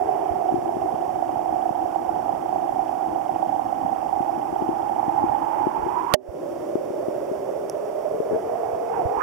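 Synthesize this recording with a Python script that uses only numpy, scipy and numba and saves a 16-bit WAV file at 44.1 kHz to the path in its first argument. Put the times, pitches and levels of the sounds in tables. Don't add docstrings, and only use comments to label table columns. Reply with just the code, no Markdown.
import sys
import numpy as np
from scipy import signal
from scipy.io import wavfile
from scipy.ndimage import uniform_filter1d
from numba import njit

SR = 44100
rng = np.random.default_rng(int(sys.argv[2]) if len(sys.argv) > 2 else 0)


def invert_db(x):
    u = np.asarray(x, float) / 20
    return 10 ** u


def generate_wav(sig):
    pcm = np.round(np.clip(np.atleast_2d(sig).T, -1, 1) * 32767).astype(np.int16)
    wavfile.write(sys.argv[1], SR, pcm)


N = 406602

# push_hz, push_db
LEFT_PUSH = [(20, -28), (45, -30), (100, 4.5), (200, -2.5), (330, 3), (600, 6.5), (800, 1), (1100, 4.5),
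             (1250, 0), (2200, 5.5), (3500, -11), (6000, -21)]
RIGHT_PUSH = [(20, -31), (45, -37), (70, -17.5), (120, -12.5), (220, -8), (400, -2), (770, -0.5),
              (1100, -1.5), (1600, -5), (2500, -3), (3350, -8), (3650, -23), (6000, -19)]
# push_hz, likeness_0_to_1
PUSH_LIKENESS = [(40, 0.64), (100, 0.9), (170, 0.57), (400, 0.68), (700, 0.83), (1100, 0.87), (2000, 0.24)]
# mode_hz, width_hz, gain_db
CASE_MODES = [(327, 10, -5), (830, 81, 5), (1106, 32, -1)]
# centre_s, half_width_s, left_db, right_db
SURGES = [(0.2, 0.27, 1.5, 3), (0.62, 0.14, 3.5, -1), (1.3, 0.45, 1.5, 0), (3.6, .25, 0.5, 0),
          (5.25, 0.15, 4.5, 0), (5.5, 0.45, 0, 3), (6.1, 0.1, -3.5, 0.5), (6.6, 0.35, 0.5, -1.1),
          (8.0, 0.17, -1.2, -1), (8.335, .035, 5, 2), (8.8, 0.089, -0.5, -2), (9.06, 0.1, 3.5, 0.5)]
# time_s, resonance_hz
LEFT_POCKET = [(0.03, 420), (0.55, 349), (0.9, 380), (1.3, 332), (2.8, 342), (3.4, 316), (3.9, 270),
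               (4.15, 325), (4.7, 339), (5.4, 317), (5.85, 376), (6.5, 354), (7.1, 385), (8, 424),
               (8.6, 460), (9.2, 468)]
LEFT_DB = -32.5
LEFT_Q, RIGHT_Q_BEFORE, RIGHT_Q_AFTER = 6.5, 11.0, 7.0
# tear_s, slack_hz, creep_hz_per_s, stretch_hz, stretch_time_s
FILMS = [
    (6.1373, 730, 12.9, 132, 0.48),
    (9.225, 564.4, 2.44, 110, 0.29),
]
# pitch_share, time_s, level_db
SNAPS = [
    (0.45, 0.02, 3),
    (0.95, 0.045, -1),
]
FILM_DB = (-31.6, -28.7)
# centre_s, rise_hz, half_width_s
BULGES = [
    (6.0, 70, 0.05),
    (8.0, 40, 0.14),
    (8.7, 84.5, 0.32),
    (8.95, 152, 0.063),
]
BURST_S = 6.1384
# start_s, peak_db, push_ms
SLAPS = [(0.519, -21, 1.6), (0.538, -19, 1.45), (0.558, -32, 1.4), (0.579, -24, 3.1), (0.765, -16.5, 0.65),
         (0.938, -23, 2.1), (1.525, -33, 1.1), (1.703, -23, 2.7), (2.333, -27, 1.8), (3.845, -24.5, 2.1),
         (4.201, -19.5, 1.7), (4.374, -25.5, 1), (4.523, -25, 1.3), (4.618, -15, 0.72), (4.687, -11, 0.5),
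         (5.077, -19, 1.6), (5.237, -9.5, 0.41), (5.666, -10.5, 0.64), (5.861, -20, 0.8), (6.752, -8, 0.45),
         (6.901, -24, 1), (7.081, -17.5, 0.77), (7.312, -21.5, 0.9), (8.143, -25, 0.8), (8.2, -13.5, 0.49),
         (8.308, -23, 0.94), (8.317, -20, 0.6), (8.329, -17, 0.9), (8.343, -25, 0.9), (8.354, -23, 0.9)]
# start_s, peak_db, pitch_hz
GULPS = [
    (0.308, -26, 88.8),
    (5.789, -38, 61.9),
    (5.829, -30, 73),
    (5.857, -41, 121),
    (6.287, -22, 79.4),
    (7.22, -37, 148),
    (8.329, -27, 187),
    (8.732, -32, 105),
    (9.053, -19, 96),
    (9.169, -35, 61.9),
]
# centre_s, level_db, length_s, pitch_hz
SPRAYS = [
    (8.345, -42, .04, 1550),
    (8.955, -41, .08, 1500),
    (9.213, -28, 0.03, 1650),
]
STEP_S, FIRST_STEP_S = 1001 / 30000, 0.02155
STEP_HZ, STEP_SIDES_DB, BACK_STEP_DB = 760, (-28, -25), -2.0
# delay_s, pitch_hz, length_s, level_db, return_step_db
WHINES = [(.027, 5550, .011, -59, -4), (.0235, 2850, .004, -53, 4.5), (.031, 3150, .004, -54, 4.0)]
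TICK_S = 7.6975
# mode_hz, level_db, t60_s
TICK_MODES = [(5680, -19.5, 0.0047), (6080, -49, 0.033), (10400, -23, 0.0046), (2700, -29, 0.0024),
              (14000, -31, .003), (8200, -28, 0.0028), (12200, -26, .003)]
# mode_hz, width_hz, level_db
HUMS = [(326.2, 11.7, -38), (807, 17, -58.5), (1004, 20, -60), (1120, 14, -60), (5580, 680, -69)]
HUM_SIDES_DB, WET_HUM_DB = (-1.5, -9.5), 2.5
HUM_FADE_S, HUM_FADE_DB = 7.0, -10.0
# band_hz, level_db
HISS = [(200, 13), (2000, 4), (5000, 3.5), (8000, 2), (12000, 1), (16000, 1.5)]
HISS_SIDES_DB = (-55.5, -52.5)


def read(points, hz):
    f, value = np.transpose(points)
    return np.interp(np.log(hz + 1), np.log(f + 1), value)


def evened(x):
    return x / np.sqrt(np.mean(x ** 2, axis=-1, keepdims=True) + 1e-20)


def add(mix, s, sound):
    part = mix[round(s * SR):][:len(sound)]
    part += sound[:len(part)]


def bump(t, length_s):
    return np.sin(np.pi * np.clip(t / length_s, 0, 1)) ** 2


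def swell(t, centre_s, half_s):
    return np.exp(-((t - centre_s) / half_s) ** 2)


def noise(shape_db, same, patchy_db):
    frames, hz = N // 256 + 5, np.fft.rfftfreq(1024, 1 / SR)
    a, b, c, d, patches = rng.standard_normal((frames, 513, 5)).T
    patches = uniform_filter1d(uniform_filter1d(patches, size=6, axis=0), size=8, axis=1)
    same = np.clip(same(hz), 0, 1)[:, None]
    left, other = a + 1j * b, c + 1j * d
    z = np.array([left, same * left + np.sqrt(1 - same ** 2) * other])
    z *= invert_db(shape_db(hz)[:, :, None] + patchy_db(hz)[:, None] * patches / patches.std())
    return evened(signal.istft(z, nperseg=1024, noverlap=768)[1][:, :N])


def current():
    def case_db(hz):
        return sum(db / (1 + (2 * (hz - f) / width) ** 2) for f, width, db in CASE_MODES)

    def shape_db(hz):
        return np.array([read(LEFT_PUSH, hz) + case_db(hz), read(RIGHT_PUSH, hz)])

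    def patchy_db(hz):
        return read([(60, 4.7), (200, 1.2), (500, 0.8)], hz)

    flow = noise(shape_db, lambda hz: read(PUSH_LIKENESS, hz), patchy_db)
    bass = signal.lfilter(*signal.butter(1, 140, fs=SR), flow)
    return flow - 0.91 * (np.arange(N) / SR > BURST_S) * bass


@njit
def spring(push, turn, loss):
    out, place, speed = np.zeros(len(push)), 0., 0.
    for i in range(len(push)):
        speed += turn[i] * (turn[i] * (push[i] - place) - loss[i] * speed)
        place += speed
        out[i] = place
    return out


def film(t):
    k = (t >= BURST_S).astype(int)
    tear_s, slack_hz, creep, stretch_hz, stretch_s = np.transpose(FILMS)[:, k]
    share, quick_s, snap_db = np.transpose(SNAPS)[:, k]
    left_s = np.maximum(tear_s - t, 0)
    hz = slack_hz + creep * t + stretch_hz * np.exp(-left_s / stretch_s)
    hz = hz + sum(rise_hz * swell(t, s, half_s) for s, rise_hz, half_s in BULGES)
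    snap = np.exp(-left_s / quick_s)
    return hz * (1 + share * snap), np.array(FILM_DB)[k] + snap_db * snap


def burst():
    t, out = np.arange(round(0.09 * SR)) / SR, np.zeros(N)

    def tone(hz):
        return np.sin(2 * np.pi * hz * t)

    crack = 1.44 * np.sign(np.cos(2 * np.pi * 3400 * t)) * (t < 0.00036)
    crack -= 5.5 * (t > 0.00036) * (t < 0.00066)
    empty = 0.8 * np.exp(-t / 0.01) - 0.5 * np.cos(2 * np.pi * 3300 * t) * np.exp(-t / 0.0009)
    add(out, BURST_S, crack + (t > 0.00066) * empty * (t < 0.0034))

    turns = 612 * t + 0.04 * tone(230) * (t > 0.003)
    edge = 1 + 60 * np.exp(-t / 0.0022)
    flap = np.tanh(edge * np.sin(2 * np.pi * turns))
    flap *= np.exp(-(2 * turns % 1) / 0.35) * np.exp(-t / 0.006 - (t / 0.015) ** 4)

    ring = np.sin(2 * np.pi * turns + 0.5) * (np.exp(-(t / 0.0185) ** 8) + 0.2 * np.exp(-t / 0.02))
    onset = np.minimum(t / 0.008, 1)
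    ring += 0.3 * tone(385) * onset * np.exp(-t / 0.022)
    ring += 0.08 * tone(255) * onset * np.exp(-t / 0.025)
    ring += 0.02 * tone(6250) * np.exp(-t / 0.006)
    add(out, BURST_S + 0.0034, 44.0 * flap + 9.5 * ring)
    return out


def slaps():
    out = np.zeros(N)
    for s, db, ms in SLAPS:
        add(out, s + 0.0022, -invert_db(db + 4.5) * np.hanning(max(round(ms * SR / 500), 8)))
    return signal.lfilter(*signal.butter(2, 150, "high", fs=SR), out)


def gulps():
    out = np.zeros(N)
    for s, db, hz in GULPS:
        cycles = np.arange(round(2.2 * SR / hz)) * hz / SR
        envelope = (cycles / 1.01) * np.exp(1 - cycles / 0.45)
        add(out, s, invert_db(db + 8.0) * np.sin(2 * np.pi * cycles) * envelope)
    for (s, db, length_s, hz), fizz in zip(SPRAYS, rng.standard_normal((len(SPRAYS), 4000))):
        band = signal.butter(2, [hz * 0.9, hz * 1.08], "band", fs=SR)
        fizz = evened(signal.lfilter(*band, fizz))
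        add(out, s - length_s / 2, invert_db(db) * fizz * bump(np.arange(4000) / SR, length_s))
    return out


def motor():
    at = np.arange(FIRST_STEP_S, N / SR, STEP_S)
    luck, t = rng.standard_normal((len(at), 8)), np.arange(500) / SR
    buzz, whine = np.zeros(N), np.zeros(N)
    shape = bump(t, 0.005) * np.cos(2 * np.pi * STEP_HZ * t)
    for k, (s, row) in enumerate(zip(at, luck)):
        back = k % 2
        step_db = BACK_STEP_DB * back + 2.03 * row[1] - 5.8 * (s > 5.3)
        add(buzz, s + 0.00005 * row[0], (-1) ** k * invert_db(step_db) * shape)
        for (late_s, hz, length_s, db, back_db), size, tune in zip(WHINES, row[2:5], row[5:]):
            chirp = bump(t, length_s) * np.sin(2 * np.pi * hz * (1 + 0.015 * tune) * t)
            damp_db = -7.0 * (s > BURST_S and hz < 4000)
            level = invert_db(db + damp_db + 0.83 * size + back_db * back)
            add(whine, s + late_s - length_s / 2, level * chirp)
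    rasp = evened(uniform_filter1d(rng.standard_normal(N), size=60))
    return invert_db(np.array(STEP_SIDES_DB))[:, None] * buzz, whine * (1.0 + 0.39 * rasp)


def tick(s, db):
    t, out = np.arange(3000) / SR, np.zeros(N)
    rise = np.minimum(t / 0.00048, 1)
    for hz, mode_db, t60_s in TICK_MODES:
        add(out, s, rise * invert_db(db + mode_db - 60 * t / t60_s) * np.sin(2 * np.pi * hz * t))
    return out


def hums():
    t, out = np.arange(N) / SR, np.zeros((2, N))
    fade_db = HUM_FADE_DB * np.clip(t - HUM_FADE_S, 0, 1)
    low = invert_db(np.array(HUM_SIDES_DB)[:, None] + fade_db)
    top = invert_db(WET_HUM_DB * (t > BURST_S))
    for (hz, width_hz, db), shake in zip(HUMS, rng.standard_normal((len(HUMS), N))):
        hum = invert_db(db) * evened(signal.lfilter(*signal.iirpeak(hz, hz / width_hz, SR), shake))
        out += hum * (top if hz > 4000 else low)
    return out


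def hiss():
    sides = noise(lambda hz: read(HISS, hz)[None], lambda hz: 0 * hz, lambda hz: 0.3 + 0 * hz)
    return invert_db(np.array(HISS_SIDES_DB))[:, None] * sides


def scene():
    t, flow, (buzz, whine) = np.arange(N) / SR, current(), motor()
    surge_db = sum(np.array(sides)[:, None] * swell(t, s, half_s) for s, half_s, *sides in SURGES)
    slap, out = slaps(), np.zeros((2, N))
    blows = [slap, 0.14 * slap]
    pockets = [(np.interp(t, *np.transpose(LEFT_POCKET)), LEFT_DB), film(t)]
    q = [np.full(N, LEFT_Q), np.where(t < BURST_S, RIGHT_Q_BEFORE, RIGHT_Q_AFTER)]
    for c, (hz, level_db) in enumerate(pockets):
        turn = 2 * np.sin(np.pi * hz / SR)
        loss = turn.mean() / turn / q[c]
        push = invert_db(level_db + surge_db[c]) * flow[c] + buzz[c] + blows[c]
        out[c] = spring(push, turn, loss)
    out[1] += burst() + gulps()
    out[0] += tick(BURST_S, -25.0)
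    out += invert_db([[-5.0], [3.0]]) * tick(TICK_S, 0)
    out += invert_db([[-11.0], [1.6]]) * whine
    return out + hums() + hiss()


@njit
def squeeze(over_db, grab, release):
    out, now = np.zeros(len(over_db)), 0.
    for i in range(len(over_db)):
        now += (over_db[i] - now) * (grab if over_db[i] > now else release)
        out[i] = now
    return out


def low_pass(x):
    return signal.sosfilt(signal.butter(12, 15790, fs=SR, output="sos"), x)


def record(dry):
    b, a = signal.iirnotch(4050, 6.0, SR)
    x = dry - 0.94 * (dry - signal.lfilter(b, a, dry))
    level = uniform_filter1d(abs(x).max(0), size=40)
    over_db = np.maximum(20 * np.log10(level + 1e-9) + 10, 0)
    x = x / invert_db(squeeze(over_db, 1 / (0.00061 * SR), 1 / (0.09 * SR)))
    edge = signal.firwin(255, 15850, window=("kaiser", 8), fs=SR)
    mix = signal.oaconvolve(np.clip(x, -1, 1), edge[None], "same")
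    return low_pass(mix)


dry = scene()
out = record(dry)
generate_wav(out)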